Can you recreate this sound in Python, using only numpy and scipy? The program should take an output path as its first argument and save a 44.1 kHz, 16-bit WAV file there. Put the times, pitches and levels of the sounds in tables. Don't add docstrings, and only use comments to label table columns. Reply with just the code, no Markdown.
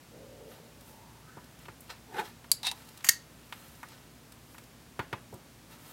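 import sys
import numpy as np
from scipy import signal
from scipy.fft import rfft, irfft
from scipy.io import wavfile

SR = 44100
rng = np.random.default_rng(int(sys.argv[2]) if len(sys.argv) > 2 else 0)


def store_wav(level_fs):
    pcm = np.round(np.clip(np.atleast_2d(level_fs), -1, 1) * 32767)
    wavfile.write(sys.argv[1], SR, pcm.T.astype(np.int16))


N = 261424
TIME_S = np.arange(N) / SR

# f/Hz, t60/s
ROOM_DECAY = [(200, 0.37), (600, 0.26), (1600, .25), (4500, 0.25), (9000, 0.17), (15000, 0.15)]
# f/Hz, level/dB
AIR_COLOUR = [(30, -18), (45, -9.5), (58, -4.5), (82, -7.5), (115, -3.5), (160, -1), (200, -8.5), (255, -5),
              (400, -12), (1000, -16.5), (2000, -19.5), (6000, -24), (12000, -27.5), (16000, -30)]
# f/Hz, level/dB
HUM_TONES = [(58.5, -67.5), (117, -68), (232, -68)]

# t/s, level/dB, centre f/Hz
SLIDE_PATH = [(.11, -73, 500), (.135, -53, 489.7), (.3, -56.5, 471.2), (.5, -56, 540), (.74, -71, 620),
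              (.96, -63.5, 759.5), (1.23, -68, 1047), (1.29, -62, 1500), (1.5, -73, 1595)]
# peak t/s, level/dB, length/s, grip (0 light hiss, 1 firm scrape)
RUB_STROKES = [(.52, -58, 0.17, 0.63), (.88, -61, 0.28, 0.13), (1.62, -61.5, 0.19, 0.82),
               (1.83, -66, 0.18, .05), (1.903, -46.5, 0.064, 0.95), (2.254, -51.5, 0.12, 0.75),
               (2.80, -59.5, 0.93, 0.71), (3.62, -59.5, 0.78, 0.46), (3.92, -61, 0.21, .95),
               (4.52, -65.5, 0.38, .1), (5.719, -55, 0.074, 0.8), (5.90, -56, 0.62, 0.44)]
# f/Hz, level/dB
SCRAPE_COLOUR = [(200, -27), (600, 1), (1200, 0.5), (2300, -2.5), (4500, -6), (8000, -15.5), (15500, -40)]
HISS_COLOUR = [(200, -30), (2000, -29), (6000, -6.5), (9500, -4), (12500, -1), (15500, -5)]
# t/s, level/dB, low edge f/Hz
NAIL_TICKS = [(0.8095, -34, 1800), (1.8063, -28.5, 8000), (2.889, -30, 1200), (2.975, -28, 1500),
              (3.886, -32.5, 1500), (4.3219, -31, 1300), (4.5827, -30.5, 3000), (5.3414, -31, 6500)]
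# low f/Hz, high f/Hz, full-speed level/dB, speed exponent
DRAG_NOISE_BANDS = [(170, 930, -40, 0.85), (774, 1820, -37.5, 1.35), (2350, 4100, -43.5, 1.35),
                    (4970, 14000, -52, 0.76)]
# t/s, level/dB, high edge f/Hz
STRAP_KNOCKS = [(1.3694, -20.5, 1170), (1.6832, -19, 2000), (4.9920, -6, 2080), (5.1280, -7.5, 2270),
                (5.3264, -17.5, 730)]
STRAP_TAPS = [(1.6550, -27, 3300), (2.1970, -12, 2260), (2.4424, -28.5, 2760), (2.6330, -20, 1110),
              (2.7150, -23, 1030), (3.0072, -30.5, 4000), (3.5243, -14.5, 3360), (3.8300, -17.5, 2160),
              (4.5452, -28.5, 2360), (4.5811, -27, 2880)]
# f/Hz, width/Hz, level/dB
TABLE_RESONANCES = [(287, 46, 6), (422, 31, 8.5), (696, 28, -2), (846, 52, 14), (930, 44, 16),
                    (1440, 50, 9), (1717, 43, 10), (2000, 28, 6)]
KNOCK_RESONANCES = [(111, 31, 7), (267, 7.7, 9.5), (547, 15, -8), (693, 21, 0), (844, 19, 7.5),
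                    (952, 22, -1.5), (1220, 15, 2.5), (1414, 34, 1.5), (1680, 43, 4), (2170, 69, 1.5),
                    (2870, 67, 0)]

# f/Hz, level/dB
STUD_COLOUR = [(200, -24), (480, -29), (780, -18.5), (1600, -23.5), (3600, -14.5), (4350, -4.5), (5050, -4),
               (5700, -16), (7650, -3.5), (9400, -11), (10800, -1.5), (12700, -7), (13400, -20),
               (15500, -13)]
SEAT_COLOUR = [(200, -23), (500, -17.5), (830, -2.5), (1300, -11), (1900, -2.5), (2800, -4.5), (4000, 2),
               (5500, -2.5), (7000, -6.5), (8800, -4), (10500, -7.5), (15500, -14)]
FITTING_COLOUR = [(200, -27), (550, -24), (900, -23.5), (1300, -12.5), (1900, -4), (2400, -9.5),
                  (3500, -10), (4600, -4.5), (5600, -5.5), (6700, 2), (8300, -5.5), (10000, -6.5),
                  (12500, -7), (15700, -10.5)]
# f/Hz, width/Hz, level/dB
STUD_RESONANCES = [(4200, 40, 5), (4570, 45, 6), (4670, 120, 8.5), (7400, 77, 5), (10750, 150, 6.5)]
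SEAT_RESONANCES = [(822, 17, 8.5), (2663, 35, 18), (3640, 45, 7), (3730, 52, 18.5), (3897, 50, 12.5),
                   (4000, 23, 8), (4140, 45, 3), (4960, 80, 5), (5360, 35, -2), (8865, 90, 6)]
FITTING_RESONANCES = [(1840, 90, 9.5), (2120, 41, 4), (4560, 130, 7), (6670, 130, 2), (8250, 58, 6),
                      (8640, 60, 4), (12300, 100, 8), (12584, 100, 8), (13660, 110, 3)]
# t/s, relative level/dB, rattle t60/s
STUD_CLICK = [(2.5163, 7.5, 0.0064)]
SEAT_SLIPS = [(2.6312, -12.5, .017), (2.6488, -16, 0.059), (2.6588, -16, 0.027), (2.6686, -1, 0.011),
              (2.6888, -14, .034), (2.7141, -6.5, 0.018)]
FITTING_CATCHES = [(3.0448, -4.5, 0.063), (3.0668, -9, 0.077)]
FITTING_SNAP = [(3.0886, 10, 0.0114)]


def undb(db):
    return 10 ** (np.asarray(db) / 20)


def unit_energy(x):
    return x / np.sqrt(np.sum(x ** 2))


def unit_rms(x):
    return np.sqrt(len(x)) * unit_energy(x)


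def fade(t_s, t60_s):
    return np.exp(-np.log(1000) * t_s / t60_s)


def swell(peak_s, rise_s, fall_s, bend=1.18):
    t_s = TIME_S - peak_s
    distance = np.maximum(-t_s / rise_s, t_s / fall_s)
    return undb(-20 * np.minimum(distance ** bend, 10))


def log_interp(points, hz):
    points_hz, values = np.transpose(points)
    return np.interp(np.log(hz + 1), np.log(points_hz), values)


def add(out, start_s, sound):
    i = int(start_s * SR)
    out[i:i + len(sound)] += sound[:N - i]


def band(x, low_hz, high_hz, order=2):
    return signal.sosfilt(signal.butter(order, [low_hz, high_hz], "band", fs=SR, output="sos"), x)


def body(force, colour=None, modes=(), size=16384):
    hz = np.fft.rfftfreq(size, 1 / SR)
    power = np.ones(len(hz))
    for mode_hz, width_hz, db in modes:
        power += max(undb(2 * db) - 1, 0) / (1 + (2 * (hz - mode_hz) / width_hz) ** 2)
    gain = np.sqrt(power) * (1 if colour is None else undb(log_interp(colour, hz)))
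    cepstrum = irfft(np.log(gain))[:size // 2]
    cepstrum[1:] *= 2
    response = irfft(np.exp(rfft(cepstrum, size)))[:size // 2]
    return signal.fftconvolve(force, unit_energy(response))[:N]


def blow(t60_s, size=8192):
    t_s = np.arange(size) / SR
    force = rng.standard_normal(size) * fade(t_s, t60_s)
    for _ in range(3):
        whitened = irfft(np.exp(1j * np.angle(rfft(force))))
        force = whitened * (t_s < t60_s)
    return unit_energy(force)


def blows(rows, rebounds=0, gap_s=0, step_db=0):
    force = np.zeros(N)
    for t_s, db, t60_s in rows:
        for k in range(rebounds + 1):
            add(force, t_s + k * gap_s, undb(db + k * step_db) * blow(t60_s))
    return force


def contact(db, low_hz, high_hz=15400, t60_s=0.0099, order=2):
    return undb(db) * unit_energy(band(blow(t60_s), low_hz, high_hz, order))


def friction(slips_per_s, spread_db, hiss_gain):
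    sizes = undb(spread_db * np.minimum(rng.exponential(size=N), 4))
    slips = (rng.random(N) < slips_per_s / SR) * sizes * rng.choice([-1, 1], N)
    hiss = rng.standard_normal(N)
    return unit_rms(unit_energy(slips) + hiss_gain * unit_energy(hiss))


def room(x, wet_db, early_db, early_t60_s, size=22050):
    t_s, hz = np.arange(size) / SR, np.fft.rfftfreq(size, 1 / SR)
    spectrum = rfft(rng.standard_normal(size))
    centres_hz, decays_s = np.transpose(ROOM_DECAY)
    tail = np.zeros(size)
    for share, t60_s in zip(np.eye(len(centres_hz)), decays_s):
        band_gain = log_interp(np.c_[centres_hz, share], hz)
        tail += irfft(spectrum * band_gain) * fade(t_s, t60_s)
    tail *= np.clip(t_s / 0.0033 - .5, 0, 1)
    early = rng.standard_normal(size) * fade(t_s, early_t60_s) * (t_s > .002)
    response = undb(wet_db) * unit_energy(tail) + undb(early_db) * unit_energy(early)
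    return x + signal.fftconvolve(x, response)[:N]


def ventilation(air_db=-55, waver_rad=1.8, wavers_per_s=6):
    air = undb(air_db) * unit_rms(body(rng.standard_normal(N), AIR_COLOUR))
    knots_s = np.arange(0, N / SR + 1, 1 / wavers_per_s)
    for hz, db in HUM_TONES:
        drift_rad = waver_rad * np.interp(TIME_S, knots_s, rng.standard_normal(len(knots_s)))
        air += np.sqrt(2) * undb(db) * np.sin(2 * np.pi * hz * TIME_S + drift_rad)
    return air


def strap_slide(width_hz=406):
    t_s, db, centre_hz = np.transpose(SLIDE_PATH)
    grain = friction(1500, 4.5, 0.48) + 1j * friction(1500, 4, 0.37)
    baseband = signal.sosfilt(signal.butter(3, width_hz / 2, fs=SR, output="sos"), grain)
    carrier = np.exp(2j * np.pi * np.cumsum(np.interp(TIME_S, t_s, centre_hz)) / SR)
    envelope = undb(np.interp(TIME_S, t_s, db)) * (TIME_S > t_s[0]) * (TIME_S < t_s[-1])
    return envelope * unit_rms((baseband * carrier).real)


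def finger_rubs(rise_share=0.37):
    scrape = unit_rms(body(friction(1500, 3.5, 0.39), SCRAPE_COLOUR))
    hiss = unit_rms(body(friction(1800, 3, 0.88), HISS_COLOUR))
    out = np.zeros(N)
    for peak_s, db, length_s, grip in RUB_STROKES:
        stroke = undb(db) * swell(peak_s, rise_share * length_s, (1 - rise_share) * length_s)
        out += stroke * (np.sqrt(grip) * scrape + np.sqrt(1 - grip) * hiss)
    return out


def nail_ticks(faint_count=10, faint_db=-37, faint_low_hz=2000):
    faint = [(t_s, faint_db, faint_low_hz) for t_s in rng.random(faint_count) * N / SR]
    out = np.zeros(N)
    for t_s, db, low_hz in NAIL_TICKS + faint:
        add(out, t_s, contact(db, low_hz))
    return out


def strap_drag():
    speed = swell(peak_s=2.194, rise_s=0.079, fall_s=0.043, bend=1.4)
    grain = friction(1100, 2.0, 0.72)
    force = np.zeros(N)
    for low_hz, high_hz, db, exponent in DRAG_NOISE_BANDS:
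        force += undb(db) * speed ** exponent * unit_rms(band(grain, low_hz, high_hz, order=3))
    return body(force, modes=TABLE_RESONANCES)


def bumps(rows, low_hz, t60_cycles, slap_db):
    force = np.zeros(N)
    for t_s, db, high_hz in rows:
        add(force, t_s, contact(db, low_hz, high_hz, t60_s=t60_cycles / high_hz, order=3))
        add(force, t_s, contact(db + slap_db, low_hz=3500, t60_s=0.02))
    return force


def strap_knocks():
    knocks = bumps(STRAP_KNOCKS, low_hz=88, t60_cycles=105, slap_db=-21.5)
    taps = bumps(STRAP_TAPS, low_hz=663, t60_cycles=81, slap_db=-13.5)
    return body(knocks + taps, modes=KNOCK_RESONANCES)


def stud_click():
    force = blows(STUD_CLICK, rebounds=2, gap_s=0.0019, step_db=-5.5)
    return body(force, STUD_COLOUR, STUD_RESONANCES)


def seat_scrape():
    moving = (TIME_S > SEAT_SLIPS[0][0]) & (TIME_S < SEAT_SLIPS[-1][0])
    pressure = undb(-23.5) * swell(peak_s=2.669, rise_s=0.041, fall_s=0.036, bend=0.91) * moving
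    grind = band(pressure * friction(1000, 2.7, 0.53), low_hz=300, high_hz=6100, order=1)
    slips = blows(SEAT_SLIPS)
    ringing = body(grind + undb(-11) * slips, SEAT_COLOUR, SEAT_RESONANCES)
    return ringing + undb(-6.5) * body(slips, SEAT_COLOUR)


def fitting_snap(push_start_s=3.0405, push_db=-44.5, rasp_db=-5.5):
    catches = blows(FITTING_CATCHES)
    rasp = unit_energy(band(catches, low_hz=950, high_hz=3480))
    rasp *= undb(rasp_db) * np.linalg.norm(catches)
    pushing = (TIME_S > push_start_s) & (TIME_S < FITTING_SNAP[0][0])
    push = undb(push_db) * friction(1990, 2.7, 0.75) * pushing
    snap = blows(FITTING_SNAP, rebounds=1, gap_s=0.0034)
    return body(push + catches + snap, FITTING_COLOUR, FITTING_RESONANCES) + rasp


def scene():
    mix = ventilation()
    handling = strap_slide() + finger_rubs() + nail_ticks()
    mix += room(handling, wet_db=-7, early_db=0, early_t60_s=0.014)
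    mix += room(strap_drag(), wet_db=-13.5, early_db=-6, early_t60_s=0.026)
    mix += room(strap_knocks(), wet_db=-10.5, early_db=-1.5, early_t60_s=0.023)
    mix += room(stud_click(), wet_db=-17, early_db=-14, early_t60_s=0.071)
    mix += room(seat_scrape(), wet_db=-18.5, early_db=-8.5, early_t60_s=0.036)
    mix += room(fitting_snap(), wet_db=-14, early_db=-12, early_t60_s=0.019)
    return mix[None]


def record(dry):
    low_hz, top_hz = 46, 15800
    x = signal.sosfilt(signal.butter(5, low_hz, "high", fs=SR, output="sos"), dry)
    return signal.sosfilt(signal.ellip(8, .2, 70, top_hz, fs=SR, output="sos"), x)


dry = scene()
out = record(dry)
store_wav(out)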